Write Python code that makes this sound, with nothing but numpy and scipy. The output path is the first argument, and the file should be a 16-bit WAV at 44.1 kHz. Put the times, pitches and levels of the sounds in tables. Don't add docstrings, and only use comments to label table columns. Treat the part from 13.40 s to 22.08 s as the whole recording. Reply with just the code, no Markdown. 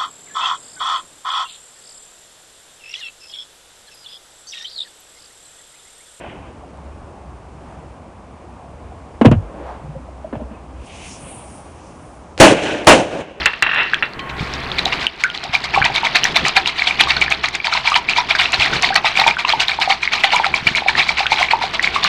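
import sys
import numpy as np
from scipy import signal
from scipy.fft import rfft, irfft, next_fast_len
from scipy.io import wavfile
from scipy.ndimage import uniform_filter1d

SR = 44100
rng = np.random.default_rng(int(sys.argv[2]) if len(sys.argv) > 2 else 0)


def generate_wav(sig):
    pcm = np.round(np.clip(np.atleast_2d(sig).T, -1, 1) * 32767).astype(np.int16)
    wavfile.write(sys.argv[1], SR, pcm)


N = 382781


def gain_of(db):
    return 10 ** (np.asarray(db) / 20)


def evened(x):
    return x / np.sqrt(np.mean(x ** 2) + 1e-20)


def read_spectrum(points, hz):
    f, value = np.transpose(points)
    return np.interp(np.log(hz + 1), np.log(f + 1), value)


def read_over_time(s, values):
    return np.interp(np.arange(N) / SR, s, values)


def add(mix, s, sound):
    part = mix[max(round(s * SR), 0):][:len(sound)]
    part += sound[:len(part)]


def coloured(x, spectrum):
    size = next_fast_len(len(x))
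    gain = gain_of(read_spectrum(spectrum, np.fft.rfftfreq(size, 1 / SR)))
    return irfft(rfft(x, size) * gain, size)[:len(x)]


def ring(hz, t60, glide, rise):
    t = np.arange(int(abs(t60) * SR) + 40) / SR
    envelope = (1 - np.exp(-t / rise)) ** 2 * gain_of(-60 * t / t60)
    return envelope * np.sin(2 * np.pi * hz * (t + glide * t ** 2 / t60))


# start in seconds, peak level in dB, pitch in Hz.
SHORT_TONES = [(.4324, -18, 4200), (0.4996, -21, 4100), (.5346, 0, 1620), (.543, -6.5, 2500),
               (.544, -3.5, 3200), (.6564, -27, 4450), (.7352, -22, 4270), (.995, -17, 2300),
               (1.1376, -13.5, 5240), (1.317, -8, 3460), (1.392, -2, 3850), (1.4566, 0.3, 3750),
               (1.4627, -11, 740), (1.6677, 2, 2920), (1.8376, 1, 2170), (1.901, -11.5, 3060),
               (1.949, -10, 3250), (1.976, -11, 4040), (2.151, 0, 2310), (2.3452, -4, 2300),
               (2.3614, -5.5, 1075), (2.3746, -2, 787), (2.417, -3, 1630), (2.423, -4.5, 1500),
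               (2.4248, -3.5, 2300), (2.4437, -3, 3040), (2.457, -8, 920), (2.4624, -2, 2500),
               (2.499, -14.5, 790), (2.551, -16, 2300), (2.5613, -0.5, 3650), (2.632, -9, 900),
               (2.646, -12.5, 910), (2.649, -7, 2100), (2.652, -7, 3840), (2.6705, -4.5, 2140),
               (2.7555, -4, 2180), (2.7678, 0, 4000), (2.8352, -0.5, 2900), (2.842, 1.5, 5670),
               (2.853, -2, 1850), (2.9638, -1.5, 2210), (2.97, -0.5, 4100), (3.0511, -4, 2010),
               (3.167, -2.5, 2840), (3.1717, -7, 760), (3.2592, -2, 2750), (3.2708, -18, 965),
               (3.275, -1.5, 3770), (3.3934, -6.5, 2300), (3.4212, -0.5, 2160), (3.4707, -7, 2390),
               (3.509, -5, 2320), (3.5976, -1, 2370), (3.609, -3, 4450), (3.672, -10.5, 1110),
               (3.7066, -2, 3700), (3.769, -9, 1460), (3.815, -2, 2300), (3.8233, 0.5, 2260),
               (3.845, -26, 770), (3.862, -10, 2350), (3.8803, -8.5, 1730), (3.923, 1, 2430),
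               (4.0481, -14, 2240), (4.0583, -6, 4100), (4.084, -10.5, 2050), (4.1495, -7.5, 2440),
               (4.201, -11.5, 2300), (4.245, -7, 2340), (4.2803, -12, 900), (4.3267, -6.5, 1330),
               (4.338, -2, 4240), (4.3509, -10.5, 984), (4.4748, -1, 2310), (4.4771, -11, 940),
               (4.5188, -4, 1160), (4.5429, 0.5, 2840), (4.5586, -4, 2170), (4.5611, -7, 940),
               (4.575, -5.5, 3060), (4.6877, -3, 2350), (4.696, -3, 2620), (4.7345, -5, 2600),
               (4.7829, -4, 947), (4.909, -3.5, 2290), (4.951, -6.5, 1580), (5.0131, -9, 2390),
               (5.057, -1.5, 2640), (5.1313, -3, 2580), (5.1473, -15.5, 755), (5.1984, -6, 3100),
               (5.261, -4, 1940), (5.4574, -16, 1000), (5.3323, -8, 1430), (5.504, -9.5, 762),
               (5.5559, 0, 4200), (5.6452, -5.5, 860), (5.66, -10, 2350), (5.755, -10, 2300),
               (5.7735, 0, 2420), (5.7908, -7, 750), (5.7988, -1.5, 4120), (5.8163, -4.5, 844),
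               (5.8395, -5, 2340), (5.8642, -1.5, 866), (5.9102, -4, 2340), (5.9684, -9, 1460),
               (6.048, -7.5, 1010), (6.0505, -2, 2660), (6.0934, -3, 3980), (6.126, -3, 3130),
               (6.135, -3, 874), (6.204, -3, 2740), (6.283, 0, 3680), (6.3163, -7.5, 2270),
               (6.3877, -8.5, 870), (6.4753, -7.5, 748), (6.5022, -6.5, 765), (6.5124, -5, 2120),
               (6.522, -3.5, 2250), (6.631, -5, 2340), (6.676, -1, 2130), (6.837, -1, 2500),
               (6.8424, -7, 780), (6.848, -3, 2370), (6.905, -8, 2880), (6.926, -8, 2310),
               (6.9341, -4, 850), (6.945, -4.5, 975), (6.9637, -3, 2310), (6.9982, -3.5, 870),
               (7.044, -5.5, 1340), (7.044, -3.5, 2210), (7.0629, -10.5, 783), (7.0667, -6, 3860),
               (7.1394, -11.5, 1020), (7.1407, -1.2, 2300), (7.269, -3, 2290), (7.278, 0, 2850),
               (7.3498, -3.5, 2220), (7.3588, -9.5, 2350), (7.4206, -15, 808), (7.4615, -9, 750),
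               (7.484, -0.5, 2280), (7.4932, -5, 1700), (7.4935, -12, 860), (7.5524, -5.5, 1800),
               (7.588, -11, 1070), (7.5957, -4, 2270), (7.616, -6, 2360), (7.691, -2, 2260),
               (7.7045, -13, 890), (7.8043, -9.5, 790), (7.858, -8.5, 1460), (7.9185, -7, 2300),
               (7.919, -3, 857), (7.931, -8, 2260), (8.0098, -8.5, 743), (8.0178, -8.5, 1016),
               (8.0285, 1, 2160), (8.086, -10.5, 2300), (8.109, -12, 2300), (8.126, -5, 2430),
               (8.134, 0.5, 894), (8.2143, -12, 920), (8.2378, -10.5, 740), (8.395, -1.5, 1900),
               (8.4444, 0, 2190), (8.4746, -1.5, 2140), (8.561, -4.5, 1115), (8.6421, 1, 4120),
               (8.6465, -8, 1700), (8.648, -6.5, 1150)]
# pitch in Hz, width in Hz, seconds added to the dying time.
GLASS_WALL = [(773, 24, 0.021), (965, 43, 0.023), (2300, 79, 0.017)]
# start in seconds, level in dB,
# starting pitch in Hz, seconds to fall 60 dB, share of the starting pitch climbed in that time.
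CHIRPING_TONES = [(1.654, -40, 730, .06, 1.1), (1.843, -4.5, 1440, 0.065, 0.67),
                  (1.85, -16, 1414, 0.19, 0.033), (2.049, -20, 670, 0.087, 1.9),
                  (2.419, -16, 1490, .04, 0.73), (4.04, -25, 880, .05, .8), (5.524, -12, 1440, .06, 1.3),
                  (7.037, -10, 1500, 0.033, .9)]
POP_CYCLES = 22.2


def pops():
    out = np.zeros(N)
    for s, db, hz in SHORT_TONES:
        glass_s = sum(more * np.exp(-((hz - f) / width) ** 2) for f, width, more in GLASS_WALL)
        pop = ring(hz, POP_CYCLES / hz + glass_s, glide=0.048, rise=0.51 / hz)
        add(out, s, gain_of(db) * pop / abs(pop).max())
    for s, db, hz, t60, climb in CHIRPING_TONES:
        add(out, s, gain_of(db) * ring(hz, t60, glide=climb / 2, rise=0.00059))
    return out


def bubbles(per_s, spread_db, low_hz, high_hz, cycles, linger):
    happens = rng.random(N) < per_s / SR
    size = gain_of(spread_db * np.minimum(rng.exponential(1, N), 3.5)) * happens
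    kind, out = rng.integers(0, 24, N), np.zeros(N)
    for k, hz in enumerate(np.geomspace(low_hz, high_hz, num=24)):
        grain = ring(hz, cycles / hz + linger, glide=0.13, rise=0.35 / hz)
        grain *= np.sqrt(hz) / np.linalg.norm(grain)
        out += signal.oaconvolve(size * (kind == k), grain)[:N]
    return out


# centre in seconds, force in dB, length in seconds (it stretches the swell).
WHISK_STROKES = [(0.795, -28.5, 0.015), (0.898, -28, 0.024), (1.013, -30.5, 0.17), (1.148, -32, 0.041),
                 (1.33, -36, 0.034), (1.388, -21.5, 0.031), (1.472, -22.5, 0.027), (1.532, -21.5, 0.044),
                 (1.619, -23, 0.068), (1.813, -29, 0.077), (1.951, -26, 0.036), (2.039, -26, .03),
                 (2.143, -15, 0.039), (2.244, -17.5, 0.027), (2.352, -16, 0.054), (2.453, -13.5, 0.034),
                 (2.554, -11, 0.04), (2.652, -15, 0.048), (2.76, -10, .039), (2.854, -13.5, 0.047),
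                 (2.967, -13.5, 0.062), (3.061, -12, .053), (3.169, -12, 0.05), (3.272, -16, 0.053),
                 (3.395, -22, .12), (3.481, -16.5, 0.062), (3.608, -10, 0.052), (3.696, -13.5, 0.057),
                 (3.768, -17, .015), (3.824, -14.5, 0.036), (3.917, -16, .042), (4.045, -16.5, 0.046),
                 (4.143, -23, 0.052), (4.256, -15, 0.043), (4.339, -16, 0.093), (4.478, -14, .1),
                 (4.56, -10, 0.032), (4.702, -16.5, 0.058), (4.775, -14, 0.061), (4.901, -15.5, .048),
                 (4.955, -15, .017), (5.009, -12, 0.092), (5.14, -16.5, 0.046), (5.214, -12, 0.096),
                 (5.342, -13, 0.053), (5.443, -12, 0.065), (5.562, -9, 0.024), (5.662, -13, 0.068),
                 (5.789, -14, 0.12), (5.878, -14.5, 0.052), (5.996, -15.5, 0.037), (6.093, -16.5, 0.094),
                 (6.209, -8, 0.046), (6.299, -19.5, 0.084), (6.42, -12.5, 0.054), (6.504, -13, 0.06),
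                 (6.633, -22.5, 0.069), (6.736, -14, .061), (6.803, -20, 0.026), (6.844, -12.5, 0.046),
                 (6.939, -13.5, 0.093), (7.054, -17.5, 0.039), (7.158, -17, 0.059), (7.277, -18.5, 0.091),
                 (7.371, -15, 0.051), (7.488, -14, 0.045), (7.587, -13.5, 0.092), (7.689, -15, 0.053),
                 (7.794, -16.5, 0.079), (7.867, -10.5, 0.0046), (7.921, -14.5, 0.07), (8.004, -13.5, 0.08),
                 (8.116, -15, .032), (8.23, -18.5, 0.067), (8.342, -18, 0.034), (8.442, -15, 0.064),
                 (8.551, -16, 0.048), (8.653, -15, 0.084)]
# frequency in Hz, gain in dB.
SPRAY_COLOUR = [(290, -64), (500, -28), (565, -41), (659, 1), (786, -4.5), (1630, -4.5), (2320, 1.5),
                (2620, -1.5), (4350, -4.5), (7000, -30), (9100, -80), (15400, -120)]
# frequency in Hz, gain in dB.
FIZZ_COLOUR = [(3500, 10.5), (5500, -1), (8000, -11), (11000, -28.5), (16000, -33)]
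FIZZ_DB, FIZZ_SHARE = -24, 0.78


def strokes():
    spray_force, fizz_force = np.zeros(N), np.zeros(N)
    for s, db, length in WHISK_STROKES:
        u = np.arange(-SR // 20, SR // 6) / SR / length
        swell = np.where(u < 0, np.exp(-(u / 0.23) ** 2), np.exp(-(u / .5) ** 1.18))
        add(spray_force, s - .05, gain_of(db) * swell)
        add(fizz_force, s - .05, gain_of(FIZZ_DB + FIZZ_SHARE * db) * swell)

    coarse = evened(coloured(bubbles(1300, 1.45, 634, 7436, 9.9, 0.015), SPRAY_COLOUR))
    wall = evened(bubbles(250, 1.1, 2180, 2350, 64.0, 0.0032))
    fine = evened(coloured(bubbles(5000, 4.1, 3390, 14600, 10.0, 0.0023), FIZZ_COLOUR))
    gulps = evened(coloured(bubbles(200, 2.8, 700, 4500, 24, 0.004), SPRAY_COLOUR))
    deep = evened(bubbles(70, 2.5, 678, 1140, 35.0, 0.0066))

    clumps = uniform_filter1d(uniform_filter1d(rng.standard_normal(N), size=400), size=400)
    spray_force *= gain_of(3.2 * evened(clumps))
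    spray = coarse + gain_of(-8.5) * wall + gain_of(-6) * gulps + gain_of(-15) * deep
    return gain_of(-1.5) * spray_force * spray + gain_of(11) * fizz_force * fine


# start in seconds, level in dB before the filter.
SHARP_TICKS = [(0.0581, 10), (0.1101, -30), (0.1306, -22), (0.2244, 9.5), (0.345, -12), (0.4324, -17),
               (0.4993, -31), (0.5433, -5), (0.6564, -27), (0.7352, -36), (0.7944, -28), (0.8954, -36),
               (0.9747, -25), (1.1368, -24), (1.4542, -1), (1.6671, -7), (1.839, 4), (1.8992, -17),
               (2.0393, -3.5), (2.2418, -4), (2.4513, -1), (2.6534, -6), (2.758, 7), (2.8394, -11),
               (3.0827, 9.5), (3.2755, 3), (3.5939, -12), (3.6857, -8), (3.8114, 3), (3.903, -2),
               (4.087, -1.5), (4.153, 0), (4.5017, -3), (4.574, 3.5), (4.696, 0), (4.9872, -9), (5.1215, 2),
               (5.2611, -6), (5.424, 8), (5.5438, 3), (5.7699, -9), (5.87, 2), (6.2045, -14), (6.401, -4),
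               (6.5016, -11), (6.6213, -18), (6.9606, 5), (7.0435, -12), (7.148, -3), (7.3134, -19),
               (7.3554, 0), (7.6856, -6), (7.9839, -12), (8.0039, -10.5), (8.427, 2), (8.642, 5)]
# frequency in Hz, gain in dB.
TICK_FILTER = [(2000, -18), (4500, -8.5), (7000, -13), (10000, -27), (15000, -56)]


def ticks():
    out, t = np.zeros(N), np.arange(200) / SR
    for s, db in SHARP_TICKS:
        add(out, s, gain_of(db) * rng.standard_normal(len(t)) * gain_of(-60 * t / 0.01))
    return coloured(out, TICK_FILTER)


# start in seconds, level in dB.
SINGLE_TAPS = [(0.0166, -13), (0.0587, 3.5), (0.134, -12.5), (0.2241, 2.5), (0.6248, -2)]
# time in seconds, level in dB.
RATTLE_LEVEL = [(.26, -3), (.3, -6.5), (.39, -5.5), (.42, -13), (.45, -16.5), (.52, -26)]
# pitch in Hz, level in dB against the other pitches, seconds to fall 60 dB.
OBJECT_TONES = [(1750, 0, .0055), (1240, -28, .04), (1500, -26, .04), (1815, -25, .08), (2270, -26, .05),
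                (2720, -26.5, .2), (3240, -30, .05), (5550, -50, .1), (12400, -66, .1)]
# frequency in Hz, gain in dB.
COUNTER_COLOUR = [(300, -9.5), (900, -2), (1800, 7), (4000, -5), (4800, -55), (9000, -63)]
RATTLE_S, FIRST_GAP_S, SHRINK = .2648, 0.027, .826
LEAST_GAP_S = 0.0066


def rattle():
    least_gaps = LEAST_GAP_S * rng.uniform(0.77, 0.9, size=45)
    gaps = np.maximum(FIRST_GAP_S * SHRINK ** np.arange(45), least_gaps)
    times = RATTLE_S + np.cumsum(gaps) - gaps
    bounces = list(zip(times, np.interp(times, *np.transpose(RATTLE_LEVEL))))

    tap = np.zeros(SR // 4)
    for hz, db, t60 in OBJECT_TONES:
        add(tap, 0, gain_of(db) * ring(hz, t60, glide=0, rise=0.00025))
    tap /= abs(tap).max()
    add(tap, .0034, ring(2700, .016, glide=0, rise=.0003))

    out, t = np.zeros(N), np.arange(SR // 12) / SR
    knock_shape = (1 - np.exp(-t / 0.00091)) * gain_of(-13.0 - 60 * t / 0.15)
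    for s, db in SINGLE_TAPS + bounces:
        counter = evened(coloured(rng.standard_normal(len(t)), COUNTER_COLOUR)) * knock_shape
        add(out, s, gain_of(db) * tap)
        add(out, s, gain_of(db) * counter)
    return out


# start in seconds, peak level in dB, pitch in Hz.
COUNTER_BUMPS = [(1.008, -13.5, 136), (1.027, -14, 170), (2.094, -23, 136), (2.41, -16, 125),
                 (2.44, -21, 140), (5.189, -20, 94), (7.21, -28, 132), (7.226, -22, 160), (7.261, -19, 260),
                 (7.27, -15, 150), (7.313, -19, 191)]
# pitch in Hz, level in dB against CLINK_DB, seconds to fall 60 dB.
CLINK_TONES = [(1084, -3, 2.3), (1960, -1, 0.22), (3100, -5, 0.33), (4260, -13, 0.23)]
CLINK_S, CLINK_DB = .795, -29.5


def bumps():
    out = np.zeros(N)
    for s, db, hz in COUNTER_BUMPS:
        push = ring(hz, 2.45 / hz, glide=-0.12, rise=0.31 / hz)
        add(out, s, gain_of(db) * push / abs(push).max())
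    for hz, db, t60 in CLINK_TONES:
        add(out, CLINK_S, gain_of(CLINK_DB + db) * ring(hz, t60, glide=0, rise=.0002))
    return out


# frequency in Hz, seconds to fall 60 dB.
ECHO_TIMES = [(300, 0.2), (790, 0.21), (2090, 0.094), (5510, 0.044)]


def kitchen(x):
    clicks = np.zeros(SR // 3)
    at = np.arange(260, SR // 3 - 20, 20)
    clicks[at + rng.integers(0, 20, len(at))] = rng.choice([-1., 1.], len(at))
    hz, t, bands = signal.stft(clicks, SR, nperseg=128)
    decay = gain_of(-60 * t / read_spectrum(ECHO_TIMES, hz)[:, None])
    tail = signal.istft(bands * decay, SR, nperseg=128)[1]
    return signal.oaconvolve(x, tail / np.linalg.norm(tail))[:N]


# time in seconds, level of the air in dB (the rumble follows it), level of the hum in dB.
BACKGROUND_LEVELS = [(0, -29, -30), (.15, -41.5, -57), (.62, -37, -66), (.95, -30, -30.5),
                     (1.66, -28.5, -39), (1.68, -41, -70), (2.35, -33.5, -33), (2.9, -31.5, -54),
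                     (3.3, -37, -49), (3.75, -32, -31.5), (4.2, -40.5, -43.5), (4.9, -36.5, -42),
                     (5.35, -29, -41), (5.6, -35, -46), (6.6, -40, -44), (7, -35.5, -50), (7.9, -36.5, -38),
                     (8.68, -32, -45)]
# frequency in Hz, gain in dB.
RUMBLE_COLOUR = [(12, -51), (20, -8), (32, -4), (60, -9.5), (73, 7), (92, -19.5), (135, 3.5), (303, -5),
                 (381, 1), (559, -12.5), (600, -6.5), (780, -10), (1320, -120)]
# frequency in Hz, gain in dB.
AIR_COLOUR = [(300, -1.5), (600, -4), (900, -0.5), (2000, -3.5), (3000, -11.5), (5000, -29.5),
              (9000, -35.5), (15000, -47.5)]
# pitch in Hz, level in dB against the hum's level.
HUM_TONES = [(64, -1), (129, -5)]
# time in seconds, level in dB against the air.
SLOSH_LEVEL = [(0, 4.5), (.6, 1.5), (.95, -40), (1.1, -3), (2, 3), (2.4, 5), (8.68, 3.5)]
RUMBLE_DB = -5


def background():
    s, air_db, hum_db = np.transpose(BACKGROUND_LEVELS)
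    air_db, hum_db = read_over_time(s, air_db), read_over_time(s, hum_db)

    waver = evened(uniform_filter1d(rng.standard_normal(N), size=9000))
    clock = np.cumsum(1 + 0.0196 * waver) / SR
    hum = sum(gain_of(db) * np.sin(2 * np.pi * hz * clock) for hz, db in HUM_TONES)

    lumps = gain_of(3.65 * evened(uniform_filter1d(rng.standard_normal(N), size=3000)))
    rumble = lumps * evened(coloured(rng.standard_normal(N), RUMBLE_COLOUR))

    slosh = evened(coloured(bubbles(2500, 2.6, 652, 6670, 6, 0.008), SPRAY_COLOUR))
    slosh += 0.17 * evened(coloured(bubbles(1100, 10.0, 3550, 11000, 2.7, 0.00037), FIZZ_COLOUR))
    air = evened(coloured(rng.standard_normal(N), AIR_COLOUR))
    air += gain_of(read_over_time(*np.transpose(SLOSH_LEVEL))) * slosh
    return gain_of(air_db + RUMBLE_DB) * rumble + gain_of(hum_db) * hum + gain_of(air_db) * air


def scene():
    bowl = pops() + strokes() + ticks()
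    thing = rattle()
    echo = kitchen(gain_of(-15.5) * bowl + gain_of(-17.5) * thing)
    return (bowl + thing + echo + bumps() + background())[None]


EDGE_HZ = 16000


def record(dry):
    bent = dry / (1 + abs(dry) ** 8) ** (1 / 9.5)
    low_pass = signal.firwin(255, EDGE_HZ, window=("kaiser", 9), fs=SR)
    return signal.oaconvolve(bent, low_pass[None], "same")


dry = scene()
out = record(dry)
generate_wav(out)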